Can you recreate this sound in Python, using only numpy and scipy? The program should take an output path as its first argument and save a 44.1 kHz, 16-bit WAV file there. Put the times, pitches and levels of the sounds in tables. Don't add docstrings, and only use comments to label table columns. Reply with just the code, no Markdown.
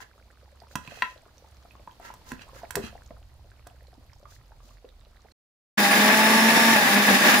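import sys
import numpy as np
from scipy import signal
from scipy.fft import rfft, irfft
from scipy.io import wavfile

SR = 44100
rng = np.random.default_rng(int(sys.argv[2]) if len(sys.argv) > 2 else 0)


def waveform_to_disk(signal):
    frames = np.transpose(np.atleast_2d(signal))
    scaled = np.clip(frames, -1, 1) * 32767
    samples = np.round(scaled).astype(np.int16)
    wavfile.write(sys.argv[1], SR, samples)


N = 326340

# f/Hz, level/dB, time to fall by 60 dB/s
POT_MODES = [(1015, 1, .11), (1345, -5, .07), (1610, -7, .06), (1710, -3, .04), (1880, -3, .03),
             (2050, -7, .035), (2600, -3, .045), (2800, -4, .035), (3200, -8, .03), (3950, -7, .03),
             (4160, -9, .03), (4700, -17, .025), (5700, -6, .025), (5950, -6, .025), (6800, -12, .02),
             (7450, -9, .02), (9300, -10, .015)]
# t/s, t/s
SILENCE_S = (5.3228, 5.772)


def amp(db):
    return 10 ** (np.asarray(db) / 20)


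def rms_one(x):
    return x / np.sqrt(np.mean(x ** 2) + 1e-20)


def in_time(rows):
    s, *columns = np.transpose(rows)
    return [np.interp(np.arange(N) / SR, s, column) for column in columns]


def at_hz(points, hz):
    table_hz, values = np.array(points).T
    return np.interp(np.log(hz), np.log(table_hz), values)


def drift(rate):
    r = np.exp(-40 * np.pi * rate / SR)
    noise = rng.standard_normal(N // 20 + 2002)
    slow = signal.lfilter([1], [1, -2 * r, r * r], noise)[2000:]
    return np.interp(np.arange(N) / 20, np.arange(len(slow)), rms_one(slow))


def ring(clicks, hz, t60):
    r, w = amp(-60 / (t60 * SR)), 2 * np.pi * hz / SR
    return signal.lfilter([0, np.sin(w)], [1, -2 * r * np.cos(w), r * r], clicks + 1e-18)


def coloured(spectrum, resonances=()):
    # f/Hz, correlation
    likeness = [(60, 1), (180, 0.79), (550, 0.78), (1650, 0.13), (4970, 0.12), (15000, 0.12)]
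    # f/Hz, left minus right level/dB
    lean = [(60, 2), (180, -1.5), (1200, 1.5), (2400, 0), (4970, 2), (8100, -5.5), (15000, -1)]
    lag_s, lag_from_hz = .00035, 1800
    hz = np.maximum(np.fft.rfftfreq(N, 1 / SR), 1)
    gain = amp(at_hz(spectrum, hz))
    for peak_hz, width, db in resonances:
        gain = gain + amp(db) / (1 + (2 * (hz - peak_hz) / width) ** 2)
    mid, side = rfft(rng.standard_normal((2, N)))
    alike = np.clip(at_hz(likeness, hz), -1, 1)
    both = np.sqrt(1 + alike) * mid + np.sqrt(1 - alike) * side * [[1], [-1]]
    late = np.exp(-1j * np.pi * lag_s * np.maximum(hz - lag_from_hz, 0) * [[1], [-1]])
    balance = amp(at_hz(lean, hz) * [[.5], [-.5]])
    return rms_one(irfft(both * late * gain * balance, N))


def add(out, s, sound, pan_db):
    i = int(s * SR)
    out[:, i:i + len(sound)] += sound[:N - i] * amp([[pan_db / 2], [-pan_db / 2]])


def spoon():
    # t/s, clack level/dB, clack f/Hz, tick level/dB, left minus right level/dB,
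    # share of the free ring time left by the hand and the stew
    knocks = [(.004, -42.5, 1580, -54, 24, .5), (0.7551, -17, 1380, -17.5, -7, .6),
              (0.876, -31.5, 2580, -42.5, -7, .4), (1.0219, -8, 1970, -29.5, 2.5, .9),
              (2.139, -36.5, 840, -34, -1, .3), (2.318, -23.5, 1640, -31, -6, .4),
              (2.707, -25.5, 1550, -21.5, -11.5, .25), (2.7547, -15.5, 1763, -10, -7, .25),
              (3.67, -36, 1320, -34.5, -8, .3)]
    tick_from_hz = 5000
    clack_band = signal.butter(2, [700, 6000], "band", fs=SR, output="sos")
    tick_band = signal.butter(1, [3000, 15000], "band", fs=SR, output="sos")
    out, t = np.zeros((2, N)), np.arange(SR // 2) / SR
    click = (t == 0) * 1.
    for s, clack_db, clack_hz, tick_db, pan_db, free in knocks:
        chatter = rng.standard_normal(len(t)) * amp(-60 * t / 0.01) * np.minimum(t / 0.001, 1)
        blow = click + .09 * chatter
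        low_modes, high_modes = 0, 0
        for k, (hz, db, t60) in enumerate(POT_MODES):
            mode = (-1) ** k * amp(db + rng.normal(0, 1.5)) * ring(blow, hz, free * t60)
            if hz < tick_from_hz:
                low_modes = low_modes + amp(-3.5 * abs(np.log2(hz / clack_hz))) * mode
            elif hz > tick_from_hz:
                high_modes = high_modes + mode
        clack = ring(click, clack_hz, 0.007) + 0.3 * low_modes
        clack = signal.sosfilt(clack_band, clack)
        tick_noise = signal.sosfilt(tick_band, rng.standard_normal(len(t)))
        tick_noise = amp(-60 * t / 0.018) * np.minimum(t / 0.002, 1) * tick_noise
        tick = .6 * tick_noise + .4 * high_modes
        add(out, s, amp(clack_db) * clack + amp(tick_db) * tick, pan_db)
    return out


def scrapes_and_puffs():
    # t/s, length/s, metal level/dB, favoured modes f/Hz, swish level/dB
    strokes_and_puffs = [(0, 0.04, -55, 1730, -47.5), (0.684, 0.07, -73, 4000, -58),
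                         (0.76, 0.44, -58.5, 2540, -57), (1.992, 0.15, -52.5, 1240, -56),
                         (2.236, 0.13, -54, 1010, -53.5), (2.382, 0.063, -59, 2620, -65),
                         (2.527, 0.09, -58, 1120, -54.5), (2.81, 0.096, -50.5, 2840, -54),
                         (4.268, 0.12, -76, 2664, -57), (4.59, 0.19, -84, 1117, -62)]
    # f/Hz, relative level per Hz/dB
    swish_spectrum = [(880, -44), (1500, -22), (4000, -10), (6760, -9), (8160, -18.5), (14200, -18.5),
                      (16000, -14.5)]
    grit_per_s = 4000
    t, out = np.arange(N) / SR, 0
    grit = rng.standard_normal((2, N)) * (rng.random(N) < grit_per_s / SR) * amp(2.5 * drift(60))
    modes = [(hz, rms_one(ring(grit, hz, 0.46 * t60))) for hz, db, t60 in POT_MODES]
    swish = amp(2.5 * drift(45)) * coloured(swish_spectrum)
    for s, length, metal_db, favoured_hz, swish_db in strokes_and_puffs:
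        envelope = np.sin(np.pi * np.clip((t - s) / length, 0, 1)) ** 1.2
        metal = sum(amp(-11 * abs(np.log2(hz / favoured_hz))) * rung for hz, rung in modes)
        metal = metal * amp([[-2.5], [2.5]])
        out = out + envelope * (amp(metal_db) * metal + amp(swish_db) * swish)
    return out


def thuds():
    # t/s, level/dB, f/Hz
    bumps = [(0.7547, -27.5, 157), (0.8775, -36.5, 155), (1.0232, -42, 233), (2.318, -33.5, 260),
             (2.329, -36.5, 150), (2.7536, -29, 178), (2.768, -18.5, 423.6), (2.79, -26, 221),
             (2.839, -31.5, 218)]
    t60_s, sag_per_s, pan_db = 0.077, 1.2, 0
    out, t = np.zeros((2, N)), np.arange(SR // 4) / SR
    for s, db, hz in bumps:
        tone = np.sin(2 * np.pi * hz * t * (1 - sag_per_s * t))
        clatter = rms_one(ring(rng.standard_normal(len(t)), 1.2 * hz, 1.7 / hz))
        envelope = amp(db - 60 * t / t60_s) * np.minimum(t / 0.0013, 1)
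        add(out, s, envelope * (tone + 0.49 * clatter), pan_db)
    return out


def bubbles_and_drips():
    # t/s, level/dB, f/Hz
    plops_and_drips = [(0.602, -48.5, 4710), (0.62, -43.5, 710), (0.636, -45, 910), (0.92, -39.5, 580),
                       (0.973, -43, 720), (1.16, -46, 595), (1.178, -52.5, 3960), (1.263, -49, 590),
                       (1.381, -50, 5750), (1.443, -46.5, 850), (1.651, -47, 690), (1.709, -52, 2500),
                       (1.753, -46, 1040), (1.797, -49, 585), (1.875, -34.5, 925), (1.9117, -52.5, 3140),
                       (1.999, -40, 720), (2.103, -37, 960), (2.394, -44, 2540), (2.491, -43, 1050),
                       (2.619, -47, 915), (2.633, -32.5, 660), (2.644, -39.5, 850), (2.928, -44.5, 633),
                       (2.953, -40.5, 740), (3.062, -53, 6600), (3.107, -34, 630), (3.444, -49.5, 570),
                       (3.668, -39, 684), (3.869, -53, 4040), (3.93, -50, 690), (3.9407, -57, 4970),
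                       (3.978, -48.5, 281), (4.133, -51.5, 5300), (4.229, -47.5, 560), (4.255, -43.5, 1170),
                       (4.52, -47.5, 875), (4.603, -50, 1110), (4.646, -51, 293), (4.707, -54, 1130),
                       (4.845, -39.5, 480), (4.8897, -52, 3770), (5.0094, -55, 3660), (5.05, -58, 3900),
                       (5.069, -54, 586), (5.165, -60, 3800), (5.207, -63, 4000), (5.248, -46.5, 580),
                       (5.3162, -55, 4170)]
    burst_cycles, burst_rise = 28, 0.12
    size_law = 0.49
    high_pan_db = -4.5
    faint_per_s, faint_db = 2.5, -53
    out, t = np.zeros((2, N)), np.arange(SR // 8) / SR
    faint = []
    for s, db, hz, keep in rng.random((60, 4)):
        if keep < faint_per_s * N / SR / 60:
            faint.append((s * N / SR, faint_db + 6 * (db - .5), 400 * 4 ** hz))
    for s, db, hz in plops_and_drips + faint:
        small = hz / 750
        shrink = small ** size_law
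        sound = burst(t, hz, t60=burst_cycles / 750 / shrink, rise=burst_rise / shrink, breath=0.69)
        pan_db = high_pan_db * max(np.log2(small), 0) + rng.normal(0, 2)
        add(out, s, amp(db) * sound, pan_db)
    return out


def burst(t, hz, t60, rise, breath):
    tone = np.sin(2 * np.pi * hz * t * (1 + rise * t / t60))
    splash = rms_one(ring(rng.standard_normal(len(t)), hz, 7.8 / hz))
    return amp(-60 * t / t60) * (1 - np.exp(-t * hz * 26.0)) * (tone + breath * splash)


def blender():
    # t/s, shaft level/dB, churn level/dB, blade and commutator level/dB
    levels = [(5.79, -25.5, -20, -9.5), (5.88, -30, -19.5, -14), (5.93, -36, -19, -7),
              (5.99, -24.5, -17.5, -12.5), (6.2, -23.5, -18.5, -9.5), (6.74, -26, -17.5, -11),
              (6.88, -40, -19.5, -14.5), (6.955, -22, -17.5, -10), (7.01, -30.5, -20, -15.5),
              (7.145, -23.5, -17, -16), (7.21, -34.5, -20, -12), (7.3, -32, -15, -19),
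              (7.4, -32, -20, -6.5)]
    # multiple of the turn rate, relative level/dB
    shaft_orders = [(1, -1), (2, -14), (3, -9)]
    # multiple of the turn rate, relative level/dB
    blade_orders = [(4, -19), (8, -28)]
    # multiple of the turn rate, relative level/dB
    commutator_orders = [(24, -27.5), (36, -39), (48, -29), (60, -37), (72, -31)]
    # f/Hz, relative level per Hz/dB
    churn_spectrum, spray_spectrum, thump_spectrum = [(40, -92), (80, -100), (140, -15), (350, -7),
                                                      (900, -4.5), (1310, -7), (1900, 0.5), (3170, -8),
                                                      (3500, -10), (4550, -28.5)], [(1470, -77), (2500, -24),
                                                                     (3270, -21.5), (3590, -8), (4000, -13),
                                                                     (5390, -14), (6240, -16.5),
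                                                                     (7280, -18.5), (8620, -26.5),
                                                                     (10400, -18.5), (12100, -24.5),
                                                                     (15650, -18), (15850, -45)], [(40, 0), (80, 12),
                                                                                    (200, 8), (500, 21),
                                                                                    (800, 17), (1300, -20)]
    # f/Hz, width/Hz, level/dB
    jar = [(241, 78.5, 1.5), (605, 14, -4.5), (840, 155, -6.5), (1146, 84, -3.5), (1714, 150, 3),
           (2530, 150, -10)]
    spray_db = -22
    thump_db = -83
    braking, speed = shaft()
    shaft_db, churn_db, whine_db = in_time(levels)
    shake = (.005 + braking / 15000) * drift(70)
    turns = np.cumsum(speed * (1 + shake)) / SR
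    motor = amp(shaft_db) * tones(turns, shaft_orders, wobble_db=1.8, rate=15, spread=.25)
    motor += amp(whine_db) * tones(turns, blade_orders, wobble_db=2.4, rate=12, spread=.6)
    motor += amp(whine_db) * tones(turns, commutator_orders, wobble_db=2.5, rate=35, spread=0.62)
    throb = 1 + 0.038 * np.cos(2 * np.pi * turns)
    churn = amp(churn_db + 1.22 * drift(22.4)) * coloured(churn_spectrum, jar)
    spray_level = spray_db + 1.09 * (churn_db - churn_db.max()) + 0.98 * drift(44)
    spray = amp(spray_level) * coloured(spray_spectrum)
    thumps = braking * amp(thump_db + 2.5 * drift(30)) * coloured(thump_spectrum)
    pulp = signal.sosfilt(signal.butter(2, 90, "high", fs=SR, output="sos"), churn + spray)
    return motor + throb * pulp + thumps


def shaft():
    # t/s, length/s, braking/(turns per s squared)
    chunks = [(5.784, .11, 120), (6.71, 0.14, 272), (7.082, .055, 320), (7.33, 0.083, 58)]
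    start_hz, free_hz = 207.3, 231.5
    recover_s = .45
    t = np.arange(N) / SR
    braking = 0
    for s, length, brake in chunks:
        braking = braking + brake * np.clip(np.minimum(t - s, s + length - t) / 0.0091 + .5, 0, 1)
    lost = signal.lfilter([1 / SR], [1, -np.exp(-1 / (recover_s * SR))], braking)
    run_up = np.exp(-np.maximum(t - SILENCE_S[1], 0) / recover_s)
    return braking, free_hz - lost - (free_hz - start_hz) * run_up


def tones(turns, orders, wobble_db, rate, spread):
    out = 0
    for k, db in orders:
        phase = 2 * np.pi * k * turns + rng.normal(0, spread, (2, 1))
        out = out + np.sqrt(2) * amp(db + wobble_db * drift(rate)) * np.sin(phase)
    return out


def simmer():
    # t/s, level/dB
    level = [(0, -64.5), (1.8, -61.5), (2.8, -56.5), (3.2, -64), (5.3, -65)]
    # f/Hz, relative level per Hz/dB
    hiss_spectrum = [(88, -25), (150, -6.5), (182, -2.5), (422, -9.5), (589, -6.5), (941, -10), (2760, -17),
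                     (4410, -13.5), (8070, -27), (16000, -25.5)]
    level_db, = in_time(level)
    hiss = amp(0.61 * drift(25)) * coloured(hiss_spectrum)
    return amp(level_db) * (hiss + amp(-2) * fizz())


def fizz():
    fizz_per_s = 200
    out = np.zeros((2, N))
    sizes = amp(4.5 * np.minimum(rng.exponential(1, N), 3)) * (rng.random(N) < fizz_per_s / SR)
    dealt = rng.integers(0, 16, N)
    for k, hz in enumerate(np.geomspace(550, 12000, 16)):
        burst_once = ring(sizes * (dealt == k), hz, 10 / hz)
        softened = ring(burst_once, hz, 5 / hz)
        out += softened * (hz / 1000) ** 0.83 * amp(rng.normal(0, 2.5, (2, 1)))
    return rms_one(out)


def hums():
    # t/s, length/s, level/dB, start f/Hz, end f/Hz
    glides = [(-.2, 1.4, -56, 61, 72.3), (1.2, 0.78, -56, 66, 62), (2.001, 2.63, -54.5, 59, 73.7),
              (2.906, 1.5, -75, 105, 134.5), (4.504, 1.17, -61, 64, 68.9), (1.9, 3, -61.5, 49, 44.23),
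              (4.001, 1.47, -53.5, 47, 42.45)]
    # t/s, level/dB
    rumble_level = [(0, -61.5), (1.8, -59), (2.8, -51), (3.8, -56), (4.2, -53.5), (4.8, -60), (5.3, -64)]
    # f/Hz, relative level per Hz/dB
    rumble_spectrum = [(20, -8.5), (50, 2.5), (125, -3), (175, -29.5), (320, -49)]
    t, out = np.arange(N) / SR, 0
    for s, length, db, from_hz, to_hz in glides:
        along = np.clip((t - s) / length, 0, 1)
        pitch = from_hz + (to_hz - from_hz) * along + 4.1 * drift(2.1)
        swell = np.sin(np.pi * along) ** 1.6 * amp(db + 0.68 * drift(3.8))
        out = out + swell * np.sqrt(2) * np.sin(2 * np.pi * np.cumsum(pitch) / SR)
    rumble_db, = in_time(rumble_level)
    return out + amp(rumble_db + 1.1 * drift(12)) * coloured(rumble_spectrum)


def room(x):
    t60_s, room_db = 0.23, -9.5
    t = np.arange(SR // 2) / SR
    tail = rng.standard_normal((2, len(t))) * amp(-60 * t / t60_s) * (t > .004)
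    tail = signal.lfilter([.6], [1, -.4], tail)
    tail = tail / np.sqrt(np.sum(tail ** 2) / 2)
    return amp(room_db) * signal.fftconvolve(x, tail, axes=1)[:, :N]


def stew():
    pan_db = -2.5
    near = spoon() + thuds() + scrapes_and_puffs() + bubbles_and_drips()
    return near + room(near) + (hums() + simmer()) * amp([[pan_db / 2], [-pan_db / 2]])


def scene():
    t = np.arange(N) / SR
    swell_in = np.clip((t - SILENCE_S[1]) / 0.01, 0, 1) ** 2
    return stew() * (t < SILENCE_S[0]) + blender() * swell_in


def record(dry):
    return signal.sosfilt(signal.cheby2(20, 70, 16080, fs=SR, output="sos"), dry)


dry = scene()
out = record(dry)
waveform_to_disk(out)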